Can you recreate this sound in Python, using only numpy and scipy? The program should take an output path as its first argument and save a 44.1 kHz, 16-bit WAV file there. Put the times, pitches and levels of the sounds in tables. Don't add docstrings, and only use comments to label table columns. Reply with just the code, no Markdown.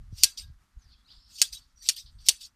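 import sys
import numpy as np
from scipy import signal
from scipy.fft import rfft, irfft
from scipy.io import wavfile
from scipy.ndimage import uniform_filter1d, minimum_filter1d

SR = 44100
rng = np.random.default_rng(int(sys.argv[2]) if len(sys.argv) > 2 else 0)


def gain_from_db(level_db):
    decades = np.asarray(level_db, float) / 20
    return 10 ** decades


def pcm_store(signal):
    levels = np.round(np.clip(np.atleast_2d(signal), -1, 1) * 32767)
    wavfile.write(sys.argv[1], SR, levels.astype(np.int16).T)


N = 112455

# (frequency [Hz], width [Hz], struck level [dB], scraped level [dB])
BLADE_MODES = [(2610, 41, -14, -11.5), (3344, 48, -14.5, -7), (3860, 40, -19.5, -5.5),
               (4513, 64, 1.5, -0.5), (4700, 75, -3.5, 1), (5470, 110, -0.5, -9.5), (5335, 92, 0.5, -12),
               (5710, 88, 2, -10), (6000, 81, -8.5, -0.5), (6684, 110, 6, -10), (7320, 59, -7, -14.5),
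               (8580, 190, -4.5, -5), (9830, 110, -5.5, -14.5), (14150, 150, -12.5, -15.5)]


def evened(x):
    return x / np.sqrt(np.mean(x ** 2) + 1e-20)


def shaped(x, points, tilt_db=0):
    hz, db = np.transpose(points)
    octave = np.log2(np.fft.rfftfreq(len(x), 1 / SR) + 1)
    colour_db = np.interp(octave, np.log2(hz), db, left=-70)
    colour_db = colour_db + tilt_db * (octave - np.log2(6000))
    return irfft(rfft(x) * gain_from_db(colour_db), len(x))


def resonate(x, hz, width_hz):
    turn = np.exp(2j * np.pi * np.cumsum(hz * np.ones(len(x))) / SR)
    r = np.exp(-np.pi * width_hz / SR)
    return 2 * (turn * signal.lfilter([1 - r], [1, -r], x / turn)).real


def wander(size):
    return evened(uniform_filter1d(uniform_filter1d(rng.standard_normal(N), size), size))


def add(mix, start_s, sound):
    part = mix[round(start_s * SR):][:len(sound)]
    part += sound[:len(part)]


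def strokes():
    # (full pressure [s], rise [s], hold [s], fall [s], level [dB])
    stroke_rows = [(.13, 0.035, 0.043, 0.018, -68.5), (.185, 0.048, 0.064, 0.015, -43),
                   (.229, .006, 0.0079, .01, -37.5), (.376, 0.0091, 0.013, 0.03, -39.5),
                   (.39, 0.015, 0.039, 0.074, -46), (.3, .02, 0.086, .02, -69), (1.1, .03, 0.16, .05, -77),
                   (1.31, 0.074, 0.064, 0.025, -58.5), (1.355, 0.071, 0.14, 0.025, -51),
                   (1.385, 0.0069, 0.079, .02, -43.5), (1.529, 0.015, 0.024, 0.024, -38.5),
                   (1.56, 0.025, 0.032, 0.059, -49.5), (1.62, .03, 0.11, .04, -74),
                   (1.775, 0.0288, 0.066, 0.037, -70.5), (1.83, 0.019, 0.036, 0.033, -50),
                   (1.865, 0.04, 0.056, 0.016, -40), (1.965, 0.011, 0.035, 0.092, -40),
                   (2.13, 0.31, 0.028, .04, -73.5), (2.21, 0.052, 0.0565, 0.032, -61.5),
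                   (2.266, 0.021, 0.024, .02, -35.5), (2.34, 0.022, 0.083, .02, -61.5),
                   (2.413, 0.021, 0.057, 0.043, -44.5)]
    # (frequency [Hz], density [dB/Hz])
    grind_colour = [(710, -64), (2100, -28.5), (2900, -13.5), (4920, -4), (7080, -15), (8580, -14.5),
                    (11200, -25.5), (13600, -18), (14600, -27.5)]
    # (start [s], length [s], frequency [Hz], level [dB])
    songs = [(.125, .05, 5700, -66), (.175, .055, 5750, -52), (.18, .05, 4700, -52),
             (.373, .018, 5850, -48), (.374, .058, 8600, -55), (.374, .03, 4720, -47),
             (.374, .035, 9750, -62), (.405, .045, 3750, -57), (1.35, .065, 4520, -51),
             (1.385, .03, 8300, -55), (1.526, .018, 5870, -48), (1.535, .05, 3860, -49),
             (1.6, .05, 4500, -68), (1.757, .07, 5800, -63), (1.78, .1, 4550, -60), (1.79, .07, 8450, -67),
             (1.82, .065, 5800, -52), (1.82, .06, 13200, -67), (1.963, .05, 5070, -49),
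             (1.985, .045, 3780, -55), (2.1, .1, 8500, -80), (2.185, .07, 4600, -64),
             (2.19, .07, 5800, -69), (2.415, .05, 4540, -53), (2.43, .035, 6720, -56)]
    # (start [s], length [s], level [dB], frequency [Hz])
    bow_hums = [
        (.236, .1, -52, 1615),
        (.42, .18, -72, 1620),
        (1.417, .045, -46, 1600),
        (1.532, .05, -72, 1560),
        (1.965, .06, -68, 1830),
        (1.82, .03, -68, 1860),
    ]
    grit_db, sing_db, light_sing = 0, -4, 0.85

    grit = rng.standard_normal(N) * gain_from_db(grit_db * wander(size=60))
    press = pressure(stroke_rows)
    grind = evened(patchy(shaped(grit, grind_colour), streak_db=4))
    sing_gain = gain_from_db(sing_db) * (press / 0.03) ** light_sing * 0.0081
    both = press * grind + sing_gain * singing(grit)
    broken = gain_from_db(2.5 * wander(size=120))
    for start_s, length_s, hz, db in songs:
        add(both, start_s, glide(broken, start_s, length_s, hz, hz, db, width_hz=150))
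    for start_s, length_s, db, hz in bow_hums:
        u = np.arange(0, length_s, 1 / SR) / length_s
        phase = np.cumsum(2 * np.pi * hz / SR + .015 * rng.standard_normal(len(u)))
        swell = np.minimum(u * 20, 1) * (1 - u) ** 2
        add(both, start_s, gain_from_db(db) * swell * 2 * np.sin(phase))
    return both


def pressure(rows):
    edge_db, sag_db = -39, -6
    t, out = np.arange(N) / SR, np.zeros(N)
    for full_s, rise_s, hold_s, fall_s, db in rows:
        corners_s = np.cumsum([full_s - 2 * rise_s, rise_s, rise_s, hold_s, fall_s, fall_s])
        out += gain_from_db(db + np.interp(t, corners_s, [-99, edge_db, 0, sag_db, sag_db + edge_db, -120]))
    return out


def patchy(x, streak_db):
    z = signal.stft(x, nperseg=256)[2]
    streaks = uniform_filter1d(rng.standard_normal(z.shape), size=3, axis=0)
    streaks = uniform_filter1d(streaks, size=9, axis=1)
    return signal.istft(z * gain_from_db(streak_db * evened(streaks)), nperseg=256)[1][:len(x)]


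def singing(drive):
    n, waver_db = len(drive), 4
    total = np.zeros(n)
    for hz, width_hz, _, db in BLADE_MODES:
        level = gain_from_db(db + waver_db * wander(size=450)[:n])
        drifting_hz = hz * (1 + .012 * wander(size=900)[:n])
        mode = resonate(resonate(drive, drifting_hz, 2 * width_hz), hz, 4 * width_hz)
        total += level * evened(mode)
    return evened(total)


def glide(broken, start_s, length_s, from_hz, to_hz, db, width_hz):
    clear = .8
    u = np.arange(0, length_s, 1 / SR) / length_s
    hz = from_hz + (to_hz - from_hz) * np.sin(np.pi * u / 2) ** 2
    fuzz = resonate(resonate(rng.standard_normal(len(u)), hz, width_hz), hz, width_hz)
    tone = evened(fuzz) + clear * np.sin(2 * np.pi * np.cumsum(hz) / SR)
    return gain_from_db(db) * evened(tone) * np.sin(np.pi * u) ** .5 * broken[round(start_s * SR):][:len(u)]


def snap(s, db, ground_db, wall_db, tilt_db, ground_s, wall_s, thud_db, thud_hz, damp_hz, linger):
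    # (frequency [Hz], density [dB/Hz])
    crack_colour = [(180, -62), (300, -43.5), (1930, -17), (2780, -8.5), (5370, -5.5), (9570, -8.5),
                    (10700, -20.5), (13800, -15.5), (15400, -38.5)]
    crack_t60_s, ring_db = 0.019, -6
    tail_t60_s, tail_db = 0.14, -18
    linger_t60_s, linger_db = .3, -35

    t = np.arange(SR // 2) / SR
    out = np.zeros(len(t))
    for delay_s, gain_db, rise_s in ((0, 0, .0006), (ground_s, ground_db, .0016), (wall_s, wall_db, .002)):
        crack = evened(shaped(rng.standard_normal(len(t)), crack_colour, tilt_db))
        crack *= gain_from_db(-60 * t / crack_t60_s)
        ring = np.zeros(len(t))
        for hz, width_hz, struck_db, _ in BLADE_MODES:
            level_luck, phase_luck = rng.standard_normal(2)
            decay = np.exp(-np.pi * 1.5 * width_hz * t)
            ring += gain_from_db(struck_db + 2 * level_luck) * decay * np.sin(2 * np.pi * hz * t + 0.35 * phase_luck)
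        onset = np.sin(np.pi / 2 * np.minimum(t / rise_s, 1)) ** 2
        add(out, delay_s, gain_from_db(gain_db) * (crack + gain_from_db(ring_db) * ring) * onset)

    tail = evened(patchy(shaped(rng.standard_normal(len(t)), crack_colour, tilt_db - 1.8), streak_db=4))
    tail *= gain_from_db(tail_db - 60 * t / tail_t60_s)
    tail += linger[round(s * SR / 2):][:len(t)] * gain_from_db(linger_db - 60 * t / linger_t60_s)
    wool_damping = signal.butter(2, damp_hz, "high", fs=SR, output="sos")
    damped = signal.sosfilt(wool_damping, out + np.minimum(t / .005, 1) * tail)
    thud = gain_from_db(thud_db - 60 * t / 0.088) * evened(resonate(rng.standard_normal(len(t)), thud_hz, 570))
    return gain_from_db(db) * (damped + np.minimum(t / 0.0018, 1) * thud)


def wool():
    # (full [s], rise [s], hold [s], fall [s], level [dB])
    rustles = [(.47, 0.069, 0.033, .06, -68), (.82, 0.1, 0.12, 0.034, -74), (.93, 0.076, 0.017, 0.2, -62),
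               (1.0, 0.043, .04, 0.049, -85.5), (1.118, 0.026, 0.035, 0.045, -55),
               (1.28, 0.06, 0.075, 0.062, -68.5), (1.085, 0.02, 0.033, 0.05, -65),
               (1.17, 0.044, 0.096, 0.06, -63.5), (1.62, 0.047, 0.036, 0.14, -67),
               (2.062, 0.008, 0.036, 0.041, -55.5), (2.188, 0.011, 0.025, 0.03, -62)]
    # (frequency [Hz], density [dB/Hz])
    rustle_colour = [(2000, -37.5), (2700, -13.5), (3500, 0.5), (4700, 7), (5400, -1.5), (5900, -19),
                     (8000, -35), (14000, -33)]
    # (start [s], length [s], from [Hz], to [Hz], level [dB])
    whistles = [(.785, .025, 6750, 6700, -78), (.806, .026, 6250, 6150, -71), (.81, .06, 1650, 1850, -79),
                (.82, .025, 5300, 5200, -75), (.826, .022, 5950, 5800, -71), (.841, .022, 5800, 4800, -72),
                (.857, .043, 4800, 4600, -72), (.891, .03, 4650, 3000, -70), (.915, .055, 3600, 3200, -70),
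                (.918, .03, 4500, 4550, -66), (.92, .02, 5800, 5750, -76), (.93, .025, 2600, 2550, -75),
                (.96, .085, 3350, 3400, -75), (1.045, .045, 3800, 4900, -69), (1.07, .03, 2650, 2700, -75),
                (1.075, .055, 4950, 4750, -62), (1.075, .025, 3800, 3950, -65),
                (1.086, .03, 2700, 4600, -62), (1.097, .028, 2900, 4900, -62),
                (1.105, .03, 3500, 3600, -64), (1.11, .13, 7350, 7550, -82), (1.12, .06, 8400, 8600, -83),
                (1.125, .035, 2950, 3600, -72), (1.14, .07, 4700, 5300, -69), (1.165, .06, 3900, 4300, -71),
                (1.195, .1, 5250, 5300, -67)]

    rustle = evened(patchy(shaped(rng.standard_normal(N), rustle_colour), streak_db=1))
    out = rustle * pressure(rustles)
    broken = gain_from_db(2 * wander(size=150))
    for start_s, length_s, from_hz, to_hz, db in whistles:
        add(out, start_s, glide(broken, start_s, length_s, from_hz, to_hz, db, width_hz=200))
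    return out


def wind():
    # (time [s], level [dB])
    gusts = [(0.0, -40), (0.15, -49), (0.37, -66.5), (0.44, -40), (0.71, -76.5), (0.77, -50.5), (0.82, -67),
             (0.86, -51.5), (1.05, -70.5), (1.16, -57), (1.45, -70.5), (1.5, -59.5), (2.0, -66),
             (2.06, -48.5), (2.11, -59.5), (2.17, -44), (2.36, -67), (2.55, -71)]
    # (frequency [Hz], density [dB/Hz])
    wind_colour = [(12, -32.5), (20, -1.5), (48, 3.5), (86, -8), (114, -10), (264, -37), (400, -63),
                   (520, -86), (880, -120)]
    # (start [s], frequency [Hz], peak level [dB])
    bumps = [
        (0.126, 142, -32),
        (0.43, 72, -46.5),
        (0.5, 88, -37.5),
    ]
    gust_db = 2.5

    lumps = gain_from_db(np.interp(np.arange(N) / SR, *np.transpose(gusts)))
    lumps = lumps * evened(gain_from_db(gust_db * wander(size=700)))
    out = evened(shaped(rng.standard_normal(N), wind_colour + [(800, -70.5)])) * lumps
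    for start_s, hz, db in bumps:
        cycles = np.arange(0, 4, hz / SR)
        swell = np.sin(np.pi * (cycles / 4) ** .5) ** 2
        add(out, start_s, gain_from_db(db) * swell * np.sin(2 * np.pi * cycles ** 0.7))
    return out


def hum():
    # (frequency [Hz], density [dB/Hz])
    hum_colour = [(100, -35), (170, -1.5), (250, -2.5), (450, -18.5), (1300, -6), (2670, -16),
                  (5000, -15.5), (13200, -25), (15000, -35)]
    # (time [s], level [dB])
    hum_swell = [(0, 2.5), (0.448, 4), (1.201, 3), (2.55, 2.5)]
    hum_db = -76
    swell_db = np.interp(np.arange(N) / SR, *np.transpose(hum_swell)) + 1.7 * wander(size=2000)
    return gain_from_db(hum_db) * evened(shaped(rng.standard_normal(N), hum_colour)) * gain_from_db(swell_db)


def scene():
    # (time [s], level [dB], ground echo [dB], wall echo [dB], brightness [dB/octave])
    snaps = [
        (0.2345, -3.5, -4, -14, 2.94),
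        (1.4163, -6, -10, -12.5, 2),
        (1.8881, -10, -2.5, -10, 0.1),
        (2.2858, -5, -2.5, -12.5, 0.45),
    ]
    # (ground echo delay [s], wall echo delay [s], thud level [dB], thud [Hz],
    # wool damps the crack below [Hz])
    grips = [(.0067, 0.011, -39.5, 580, 940), (.0062, 0.0084, -44.5, 600, 770),
             (.0058, .011, -43.5, 300, 1440), (0.0049, 0.01, -38, 550, 2100)]
    # (frequency [Hz], gain [dB])
    side_colour = [(200, -39.5), (400, -12.5), (800, -45), (3000, -37.5), (5000, -20), (8000, 4),
                   (11000, 3), (14000, -10.5)]
    side_db = -22.5

    shears = strokes() + wool()
    linger = singing(rng.standard_normal(N))
    for row, grip in zip(snaps, grips):
        add(shears, row[0], snap(*row, *grip, linger))
    spread = signal.oaconvolve(shears, evened(rng.standard_normal(64)) / 8)[:N]
    side = gain_from_db(side_db) * shaped(spread, side_colour)
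    mid = shears + wind() + hum()
    return np.array([mid + side, mid - side])


def top_cut(x):
    return signal.sosfilt(signal.butter(12, 15590, fs=SR, output="sos"), x)


def record(dry):
    top_hz, open_db, ceiling = 14400, -18.5, 1.02
    dry = signal.oaconvolve(dry, signal.firwin(63, 15400, fs=SR)[None], "same")
    steep = signal.firwin(255, top_hz, window=("kaiser", 8), fs=SR)
    dull = signal.oaconvolve(dry, steep[None], "same")
    level = uniform_filter1d(abs(dry).mean(0), size=200)
    wide = dull + np.clip(level / gain_from_db(open_db), 0, 1) ** 4 * (dry - dull)
    gain = minimum_filter1d(ceiling / np.maximum(abs(wide).max(0), ceiling), size=81)
    gain = uniform_filter1d(uniform_filter1d(gain, size=40), size=40)
    return top_cut(wide * gain)


dry = scene()
out = record(dry)
pcm_store(out)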